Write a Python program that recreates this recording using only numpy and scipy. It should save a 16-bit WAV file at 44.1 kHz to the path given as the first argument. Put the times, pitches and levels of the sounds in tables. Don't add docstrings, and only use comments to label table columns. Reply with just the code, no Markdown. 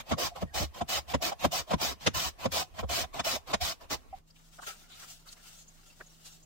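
import sys
import numpy as np
from scipy import signal
from scipy.fft import rfft, irfft, next_fast_len
from scipy.io import wavfile
from scipy.ndimage import uniform_filter1d

SR = 44100
rng = np.random.default_rng(int(sys.argv[2]) if len(sys.argv) > 2 else 0)


def volts_from_decibels(level):
    exponent = np.asarray(level, float) / 20
    return 10 ** exponent


def pcm_store(signal):
    levels = np.round(np.clip(np.atleast_2d(signal), -1, 1) * 32767)
    wavfile.write(sys.argv[1], SR, levels.astype(np.int16).T)


N = 284445
T = np.arange(N) / SR

SCENE_CHANGE_S, FADE_S, TICK_DB = 4.19, 0.03, -43
# f/Hz, density/dB per Hz
HUSH_1 = [(12, -36.5), (20, -7.5), (82, -15.5), (111, -22), (372, -31), (690, -28), (888, -33),
          (1110, -28.5), (1280, -36.5), (2660, -37.5), (3330, -41.5), (12800, -50), (16500, -50.5)]
HUSH_1_DB = -56.7
# f/Hz, density/dB per Hz
HUSH_2 = [(12, -33), (20, 10), (43, -3), (80, 0.5), (165, -5.5), (206, -2), (440, -14), (634, -10.5),
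          (1840, -20.5), (6710, -21), (9950, -29.5), (15700, -24.5), (16500, -58)]
HUSH_2_DB = -59.5
# f/Hz, width/Hz, level/dB
FRIDGE = [(28.2, 6.2, -64), (102, 17, -83), (161.4, 2.2, -68)]

# t/s, length/s, rub level/dB, change by end/dB, board
# ring re hiss/dB
SLIDES = [(0.0, 0.0094, -38, -3.5, -11.5), (0.065, 0.043, -56.5, 16.5, 2), (0.363, 0.033, -43.5, -9, 6.5),
          (0.414, 0.015, -43.5, 0.5, 0), (0.748, 0.051, -48, 3, -0.5), (1.083, 0.041, -46.5, 6.5, -3),
          (1.396, 0.06, -48, 20, -0.5), (1.676, 0.045, -56, 21, 6), (1.783, 0.023, -53.5, 14.5, -2),
          (2.01, 0.045, -48.5, 8, -6.5), (2.391, .058, -50, 11.5, 4), (2.747, 0.062, -56, 13.5, 4.5),
          (3.144, .042, -41, -2.5, 3.5), (3.476, 0.043, -45, 4.5, 3), (3.811, 0.043, -52.5, -6, 6.5),
          (4.15, .035, -64, 0.5, -9), (1.305, .025, -52, -4, -12)]
SLIDE_RISE_DB_S, SLIDE_FALL_DB_S, SLIDE_ARCH_DB = 1298.5, 1080, 0.8
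TOUCH_DB, DRAG_DB = 1.5, -11.5
# f/Hz, density/dB per Hz
RUB = [(120, -49), (200, -9.5), (451, -29.5), (715, -0.5), (1340, -11), (1580, -10.5), (3190, -7.5),
       (7600, -16.5), (10400, -27), (15000, -18.5), (16500, -45)]
# t/s, length/s, force/dB, change by end/dB, board ring re hiss/dB
CUTS = [(0.185, 0.091, -34.5, 2.5, 0), (0.547, 0.099, -33.5, -1.5, 1), (0.89, 0.096, -32.5, 2, -3),
        (1.223, 0.077, -30.5, -3.5, -2), (1.521, 0.086, -32.5, 0, -2.5), (1.815, 0.11, -28, -10, -0.5),
        (2.147, .14, -31.5, -2.5, -5), (2.522, 0.1, -32.5, 1.5, -3.5), (2.896, .13, -33.5, 2.5, -3),
        (3.248, 0.116, -31.5, -1.5, -3), (3.613, 0.11, -32.5, -2, -5.5), (3.906, .04, -35, 3, -2.5)]
CUT_RISE_DB_S, CUT_FALL_DB_S, CUT_ARCH_DB = 1897, 795, 4
BITE_DB, EXIT_DB, EDGE_S = 5, 4.5, 0.031
FIZZ_DB, DRYING_DB, PRESS_DB = -6, -3.5, -19.5
# f/Hz, density/dB per Hz
TEAR = [(530, -27), (900, -18), (1120, -8.5), (1620, -12), (1780, -11), (2240, -9), (2430, -7),
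        (2740, -12.5), (2910, -8), (4430, -8.5), (5120, -9.5), (7800, -12.5), (10800, -17.5), (12300, -10),
        (15800, -8)]
# f/Hz, width/Hz, level/dB
BLADE = [(1810, 40, -10), (2587, 54, -5.5), (2980, 60, -4), (3760, 240, -12.5), (5220, 1200, -1.5)]
# f/Hz, width/Hz, level/dB
BOARD = [(321, 150, -5), (565, 205, 0), (644, 51, -3), (718.3, 83, 1), (832, 67.7, -5), (999, 108, -1),
         (1103, 79, -5), (1290, 220, -6)]
# f/Hz, width/Hz, level/dB
COUNTER = [(74.6, 25, 0), (144, 55, 0.5), (209, 100, -6)]

# t/s, peak level/dB, snap re peak/dB, thud re peak/dB, board f/Hz
KNOCKS = [(0.114, -19, -8.5, -7, 623), (0.13, -27, -11, -6, 1127), (0.424, -27, -25, -3.5, 655),
          (0.811, -20.5, -15, -13, 708), (1.14, -18.5, -8, -9, 516), (1.319, -25, -13, -38, 736),
          (1.445, -16, -11, -9, 580), (1.71, -20, -11.5, -17, 654), (1.733, -20, -9.5, -5, 994),
          (2.067, -21, 3.5, -6, 511), (2.454, -19.5, -11.5, -10, 550), (2.788, -30.5, -4.5, -12, 646),
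          (2.831, -26.5, -23, -14.5, 525), (3.037, -31.5, -5.5, -18.5, 736), (3.195, -27, 1.5, -12, 695),
          (3.536, -18.5, -2, -18, 622)]
KNOCK_SMEAR_S, SPRAY_DB = 0.012, -21
# f/Hz, density/dB per Hz
SNAP = [(710, -4), (1200, 1), (2760, -2.5), (3520, 1), (4430, -10), (4880, -3.5), (6020, -9), (6500, -6.5),
        (14500, -38.5), (16000, -31), (16500, -57)]
# f/Hz, level/dB, length/knock smear
THUD = [(76.8, -5, 1.13), (137, -12, 2.4), (218, -1, 0.94), (300, -16, 0.58)]
# t/s, peak level/dB, f/Hz, width/Hz, smear/s
TAPS = [(.195, -30, 580, 180, 0.029), (.556, -35, 770, 110, 0.021), (1.232, -29, 680, 150, 0.027),
        (1.54, -36, 570, 140, 0.017), (2.62, -29.5, 730, 57, 0.02), (3.272, -24.5, 665, 130, 0.012),
        (3.62, -26, 725, 63, 0.015), (0.61, -31, 230, 120, .014), (2.797, -29, 1050, 320, 0.0094),
        (4.137, -56, 2050, 200, 0.0077), (4.133, -51, 1190, 220, 0.0087), (4.132, -31.5, 730, 57, 0.0047),
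        (4.142, -31, 750, 60, 0.011), (.324, -39.5, 700, 150, 0.017), (3.365, -29.5, 700, 170, 0.016),
        (1.45, -14, 620, 450, .004), (2.459, -21, 330, 400, .005), (3.541, -17, 650, 300, .005),
        (1.147, -23, 980, 200, .009), (2.076, -20, 530, 200, .008), (.428, -27, 620, 300, .007),
        (1.737, -21, 600, 400, .005), (1.745, -24, 200, 90, .012), (3.508, -33, 680, 200, .008),
        (3.54, -26, 1080, 120, .012), (2.565, -29, 1000, 90, .014), (1.817, -29, 750, 250, .007),
        (.186, -28, 700, 400, .005), (3.541, -30, 4800, 500, .009), (2.49, -36, 150, 70, .01),
        (2.172, -30, 130, 50, .014), (.135, -29, 1380, 150, .01), (.24, -31, 1080, 80, .02),
        (.385, -39, 780, 80, .02), (3.172, -35, 750, 200, .01), (3.2, -28, 1000, 300, .009),
        (1.455, -25, 200, 80, .012), (3.345, -36, 200, 90, .016), (.985, -34, 800, 120, .016)]
# t/s, peak level/dB, length/s
LURCHES = [(1.158, -34.5, 0.021), (0.258, -52, 0.047), (0.44, -51, 0.05), (0.567, -39, 0.022),
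           (0.628, -34.5, 0.034), (.69, -50, 0.02), (0.977, -46, 0.036), (1.087, -51, 0.024),
           (1.61, -51, .03), (1.885, -47, 0.054), (2.154, -40, 0.022), (2.268, -42, 0.022),
           (2.534, -48, .025), (2.74, -53, 0.02), (2.842, -38, 0.043), (2.91, -45, .025),
           (3.027, -39.5, 0.017), (3.364, -50, .025), (3.624, -36.5, 0.018), (3.825, -64, 0.036),
           (3.928, -53, 0.048)]
ROCK_HZ, ROCK_WIDTH_HZ = 71, 24
SQUEAK_S, SQUEAK_LENGTH_S, SQUEAK_DB = 0.474, 0.06, -64
SQUEAK_FROM_HZ, SQUEAK_TO_HZ = 1880, 1640

# t/s, length/s, crackle level/dB, change by end/dB, scrunch re crackle/dB
RUSTLES = [(4.278, 0.035, -67, -1, -8), (4.358, .025, -64, -2, -8), (4.39, .045, -69, 0, -5),
           (4.445, .05, -65, -1, -8), (4.53, 0.055, -59.5, 0.5, -10), (4.62, 0.044, -50.5, -4, -18),
           (4.675, 0.06, -40, -11, -2), (4.775, 0.077, -58.5, -1, -5), (4.905, 0.11, -55.5, -3, -4),
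           (5.002, 0.05, -50.5, -1, -5), (5.082, .062, -48.5, -2, -16), (5.173, 0.055, -65.5, -2, -8),
           (5.275, 0.063, -51.5, -7.5, -7.5), (5.368, .05, -62, -0.5, -2), (5.439, 0.074, -53.5, 1, -8.5),
           (5.532, 0.098, -56.5, -2.5, -10.5), (5.674, 0.17, -65, 2, -7), (5.862, 0.072, -61, 1, -10.5),
           (5.973, 0.25, -61.5, -2.5, -11), (6.208, 0.038, -69.5, 2, -10), (6.253, 0.035, -52, -0.5, -19),
           (6.316, 0.038, -56.5, -0.5, -21), (6.37, 0.067, -68, -6, -15)]
HAND_RISE_DB_S, HAND_FALL_DB_S, HAND_ARCH_DB = 700, 346, 3
# f/Hz, density/dB per Hz
FILM = [(180, -43), (300, -33), (754, -4), (1090, -29), (1310, -4.5), (2400, -16), (2700, -0.5),
        (7600, -0.5), (10900, -10.5), (15700, -7), (16500, -31)]
# f/Hz, width/Hz, level/dB
SCRUNCH = [(800, 650, -3), (1335, 240, 2.5), (1840, 1540, 5)]
# t/s, peak level/dB, f/Hz, width/Hz, smear/s
CREASES = [(4.309, -51, 4880, 700, 0.0076), (4.365, -54.5, 2890, 900, .012), (4.595, -41, 800, 300, 0.012),
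           (4.595, -39, 1350, 493, 0.011), (4.633, -38.5, 1170, 800, 0.016),
           (4.677, -38.5, 5130, 9000, .012), (4.935, -46.5, 3590, 1200, 0.048),
           (5.035, -45.5, 1420, 503, 0.028), (5.035, -51, 6230, 2500, .016),
           (5.116, -45, 7100, 4000, 0.029), (5.273, -50.5, 1290, 395, 0.018),
           (5.292, -42, 4300, 494, 0.0097), (5.329, -39.5, 6260, 4950, 0.01),
           (5.555, -54, 5870, 398, 0.015), (5.605, -50.5, 6700, 1210, 0.049),
           (5.687, -46, 6800, 1180, 0.012), (5.905, -54, 2710, 147.6, 0.013),
           (6.012, -35.5, 1700, 400, 0.0077), (6.012, -42.5, 800, 1500, 0.015),
           (6.07, -49.5, 6680, 501, .012), (6.262, -43.5, 5770, 5080, 0.02), (6.11, -57, 5700, 400, 0.021),
           (6.33, -54, 4030, 500, .008), (6.33, -51, 6500, 2000, .014), (5.88, -54, 7000, 900, .008),
           (5.625, -52, 7000, 8000, .008), (6.275, -48, 4500, 3500, .014), (6.435, -53, 6950, 1510, 0.014)]
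# f/Hz, left minus right/dB
LEAN = [(60, -1), (180, -0.5), (550, -2.5), (1650, 0), (4970, 0.0), (15000, -0.5)]

ROCK_ALIKE, THUD_ALIKE, TAP_ALIKE = 2.5 * np.exp(1.65j), 2.2 * np.exp(1.8j), 1.3


def evened(x):
    return x / np.sqrt(np.mean(x ** 2) + 1e-20)


def read(points, hz):
    f, value = np.transpose(points)
    return np.interp(np.log(hz + 1), np.log(f + 1), value)


def coloured(x, points):
    size = next_fast_len(N)
    gain = volts_from_decibels(read(points, np.fft.rfftfreq(size, 1 / SR)))
    return evened(irfft(rfft(x, size) * gain, size)[..., :N])


def highpassed(x, order, hz, two_way=False):
    sos = signal.butter(order, hz, "high", fs=SR, output="sos")
    return signal.sosfiltfilt(sos, x) if two_way else signal.sosfilt(sos, x)


def resonate(x, hz, width_hz):
    turn = np.exp(2j * np.pi * np.cumsum(hz * np.ones(x.shape[-1])) / SR)
    r = np.exp(-np.pi * width_hz / SR)
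    slow = signal.lfilter([1 - r], [1, -r], x / turn)
    return np.sqrt(2 * (1 + r) / (1 - r)) * (turn * slow).real


def body(x, modes):
    share = volts_from_decibels(np.array(modes)[:, 2])
    share = share / np.linalg.norm(share)
    out = 0
    for a, (hz, width_hz, _) in zip(share, modes):
        steep = resonate(resonate(x, hz, width_hz), hz, 2 * width_hz)
        out = out + a * np.sqrt(2 * width_hz / SR) * steep
    return out


def grit(per_s, spread_db, drift=1.1, patchy_db=1.5):
    size_db = spread_db * np.minimum(rng.exponential(1, N), 3.5)
    snaps = rng.standard_normal(N) * volts_from_decibels(size_db) * (rng.random(N) < per_s / SR)
    hz, _, z = signal.stft(snaps, SR, nperseg=1024, noverlap=768)
    steps = rng.standard_normal((2, *z.shape))
    phase = np.cumsum(drift * steps, axis=2) + 2 * np.pi * rng.random((2, len(hz), 1))
    patches = uniform_filter1d(rng.standard_normal(z.shape), size=9, axis=0)
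    patches = evened(uniform_filter1d(patches, size=7, axis=1))
    z = z * np.exp(1j * phase) * volts_from_decibels(patchy_db * patches)
    return evened(signal.istft(z, SR, nperseg=1024, noverlap=768)[1][:, :N])


def ring(hz, width_hz, n, even=0.89, alike=0):
    size = next_fast_len(n)
    both, left, right = rng.standard_normal((size, 3)).T
    noise = np.fft.fft([abs(alike) * both + left, alike * both + right])
    bell = np.exp(-2 * ((np.arange(size) * SR / size - hz) / width_hz) ** 2)
    z = np.fft.ifft(noise * bell)[:, :n]
    return evened((z / (abs(z) + 1e-12) ** np.clip(even, 0, 1)).real)


def around(s, length_s=0):
    return slice(max(round((s - 0.06) * SR), 0), min(round((s + length_s + 0.15) * SR), N))


def burst(t, smear_s, tail=2.09):
    u = t / smear_s
    return np.where(u < 0, np.exp(-2 * u ** 2), 1 / np.cosh(u * tail))


def stroke(s, length_s, db, change_db, rise_db_s, fall_db_s, arch_db):
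    near = around(s, length_s)
    t = T[near] - s
    u = np.clip(t / length_s, 0, 1)
    ends_db = rise_db_s * np.maximum(-t, 0) + fall_db_s * np.maximum(t - length_s, 0)
    return near, t, u, db + change_db * u - arch_db * (2 * u - 1) ** 2 - ends_db


def lingering(gain, s):
    lag = np.exp(-1 / (s * SR))
    return signal.lfilter([1 - lag], [1, -lag], gain)


def small_hits(events):
    out = np.zeros((2, N))
    for s, db, hz, width_hz, smear_s in events:
        near = around(s)
        t = T[near] - s
        tone = ring(hz, width_hz, len(t), even=1.0, alike=TAP_ALIKE * (hz < 1000))
        out[:, near] += volts_from_decibels(db - 7.0) * burst(t, smear_s, tail=2.15) * tone
    return out


def kitchen():
    since = T - SCENE_CHANGE_S
    first = volts_from_decibels(HUSH_1_DB) * coloured(grit(44000, 0.43, patchy_db=2.1), HUSH_1)
    second = volts_from_decibels(HUSH_2_DB - 4) * coloured(grit(30000, 0.46, patchy_db=0.6), HUSH_2)
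    air = highpassed(second, 2, 1500, two_way=True)
    still_db = 8.5 * np.clip(1.3 - since / 0.3, 0, 1)
    second = volts_from_decibels(-0.4 * still_db) * (second - air) + volts_from_decibels(-still_db) * air
    hum = sum(volts_from_decibels(db) * ring(hz, w, N, even=0.8, alike=17.0) for hz, w, db in FRIDGE)
    tick = volts_from_decibels(TICK_DB) * np.exp(-((since + 0.003) * SR / 1.2) ** 2)
    fade_out = np.clip(1 - since / FADE_S, 0, 1)
    fade_in = np.clip(since / 0.012, 0, 1)
    return fade_out * first + fade_in * (second + hum) + tick


def returns():
    gain = np.zeros((3, N))
    for s, length_s, db, change_db, board_db in SLIDES:
        near, t, u, level_db = stroke(s, length_s, db, change_db,
                                      SLIDE_RISE_DB_S, SLIDE_FALL_DB_S, SLIDE_ARCH_DB)
        touch_db = TOUCH_DB * np.exp(-abs(t) / EDGE_S)
        gain[:, near] += volts_from_decibels(level_db + np.array([0 * u, board_db + touch_db, DRAG_DB + 0 * u]))
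    return gain


def pushes():
    gain = np.zeros((4, N))
    for s, length_s, db, change_db, board_db in CUTS:
        near, t, u, level_db = stroke(s, length_s, db, change_db,
                                      CUT_RISE_DB_S, CUT_FALL_DB_S, CUT_ARCH_DB)
        edges_db = BITE_DB * np.exp(-abs(t) / EDGE_S) + EXIT_DB * np.exp(-abs(t - length_s) / EDGE_S)
        parts_db = np.array([0 * u, board_db + edges_db, PRESS_DB + 0 * u, FIZZ_DB + DRYING_DB * u])
        gain[:, near] += volts_from_decibels(level_db + parts_db)
    return gain


def slicer():
    rub_gain, slide_board, slide_shake = returns()
    tear_gain, cut_board, cut_shake, fizz_gain = pushes()
    tear = grit(9000, 3.9, drift=0.809, patchy_db=1.5)
    tear = coloured(tear + volts_from_decibels(-12.5) * body(tear, BLADE), TEAR)
    swell = uniform_filter1d((tear ** 2).mean(0), size=700)
    tear = evened(tear / swell ** 0.35)
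    fizz = highpassed(tear, 4, 8500, two_way=True)
    chatter = volts_from_decibels(0.9 * evened(uniform_filter1d(rng.standard_normal(N), size=40)))
    hiss = chatter * (volts_from_decibels(5.5) * tear_gain * (tear - fizz) + volts_from_decibels(2.0) * fizz_gain * evened(fizz))
    hiss += rub_gain * coloured(grit(6500, 3.8), RUB)

    grip = evened(uniform_filter1d(rng.standard_normal((len(BOARD), N)), size=1500, axis=1))
    board = np.zeros((2, N))
    for (hz, width_hz, db), g in zip(BOARD, grip):
        board += volts_from_decibels(db + 4.3 * g) * ring(hz, width_hz, N, even=0.68, alike=0.38)
    shake = evened(sum(volts_from_decibels(db) * ring(hz, w, N, alike=-0.62) for hz, w, db in COUNTER))
    board = volts_from_decibels(-4.0) * lingering(cut_board + slide_board, 0.0021) * evened(board)
    return hiss + board + volts_from_decibels(3.5) * lingering(cut_shake + slide_shake, 0.0076) * shake


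def knocks():
    snap = coloured(grit(9000, 0.64, drift=0.503), SNAP)
    snap = snap + volts_from_decibels(SPRAY_DB - 4) * evened(highpassed(grit(9000, 2.2), 4, 7500))
    out = np.zeros((2, N))
    for s, db, snap_db, thud_db, hz in KNOCKS:
        near = around(s)
        t = T[near] - s
        modes = np.zeros((2, len(t)))
        for mode_hz, width_hz, mode_db in BOARD:
            modes += volts_from_decibels(mode_db - 9 * (mode_hz < 400)) * ring(mode_hz, width_hz, len(t), alike=0.41)
        board = volts_from_decibels(-4.0) * ring(hz, 95.6, len(t), even=0.89, alike=0.65) + volts_from_decibels(-6.5) * evened(modes)
        blow = burst(t - 0.52 * KNOCK_SMEAR_S, KNOCK_SMEAR_S)
        out[:, near] += volts_from_decibels(db - 4) * blow * (volts_from_decibels(snap_db) * snap[:, near] + board)
        for low_hz, low_db, longer in THUD:
            push = burst(t - 0.89 * KNOCK_SMEAR_S, longer * KNOCK_SMEAR_S, tail=1.47)
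            low = ring(low_hz, 0.48 * low_hz, len(t), even=1.0, alike=THUD_ALIKE)
            out[:, near] += volts_from_decibels(db + thud_db + low_db) * push * low
    return out


def taps():
    return small_hits(TAPS)


def lurches():
    out = np.zeros((2, N))
    for s, db, length_s in LURCHES:
        near = around(s)
        t = T[near] - s
        rock = ring(ROCK_HZ, ROCK_WIDTH_HZ, len(t), even=1.0, alike=ROCK_ALIKE)
        out[:, near] += volts_from_decibels(db + 3.5) * burst(t, length_s, tail=1.6) * rock
    return out


def squeak():
    near, _, u, level_db = stroke(SQUEAK_S, SQUEAK_LENGTH_S, SQUEAK_DB, 1.5, 1500, 1500, arch_db=1.5)
    hz = SQUEAK_FROM_HZ + (SQUEAK_TO_HZ - SQUEAK_FROM_HZ) * np.clip((u - 0.45) / 0.15, 0, 1)
    whistle = resonate(rng.standard_normal((2, len(u))), hz, 45)
    out = np.zeros((2, N))
    out[:, near] = volts_from_decibels(level_db) * evened(resonate(whistle, hz, 70))
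    return out


def walls(x, t60_s=0.2):
    t = np.arange(SR // 3) / SR
    tail = rng.standard_normal((2, len(t))) * volts_from_decibels(-60 * t / t60_s) * (t > 0.004)
    return signal.fftconvolve(x, tail / np.linalg.norm(tail[0]), axes=1)[:, :N]


def bag():
    crackle, low = np.zeros((2, N))
    for s, length_s, db, change_db, low_db in RUSTLES:
        near, _, _, level_db = stroke(s, length_s, db, change_db,
                                      HAND_RISE_DB_S, HAND_FALL_DB_S, HAND_ARCH_DB)
        crackle[near] += volts_from_decibels(level_db)
        low[near] += volts_from_decibels(level_db + low_db)
    film = coloured(grit(4000, 3.4, drift=0.4, patchy_db=1.3), FILM)
    scrunch = evened(body(grit(1200, 2.9, drift=0.507), SCRUNCH))
    left_right = volts_from_decibels([[1.0], [-1.0]])
    return left_right * (crackle * film + low * scrunch) + small_hits(CREASES)


def scene():
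    first = highpassed(slicer() + knocks() + lurches() + squeak(), 3, 52)
    echo = volts_from_decibels(-23.5) * walls(first) * (T < SCENE_CHANGE_S)
    return kitchen() + first + taps() + echo + bag()


def low_pass(x):
    return signal.sosfilt(signal.butter(12, 15880, fs=SR, output="sos"), x)


def record(dry):
    size = next_fast_len(N)
    hz = np.fft.rfftfreq(size, 1 / SR)
    lean_db = read(LEAN, hz) * np.array([[0.5], [-0.5]])
    limit_db = 0.3 * np.maximum(hz - 15880, 0)
    mix = irfft(rfft(dry, size) * volts_from_decibels(lean_db - limit_db), size)[:, :N]
    return low_pass(mix)


dry = scene()
out = record(dry)
pcm_store(out)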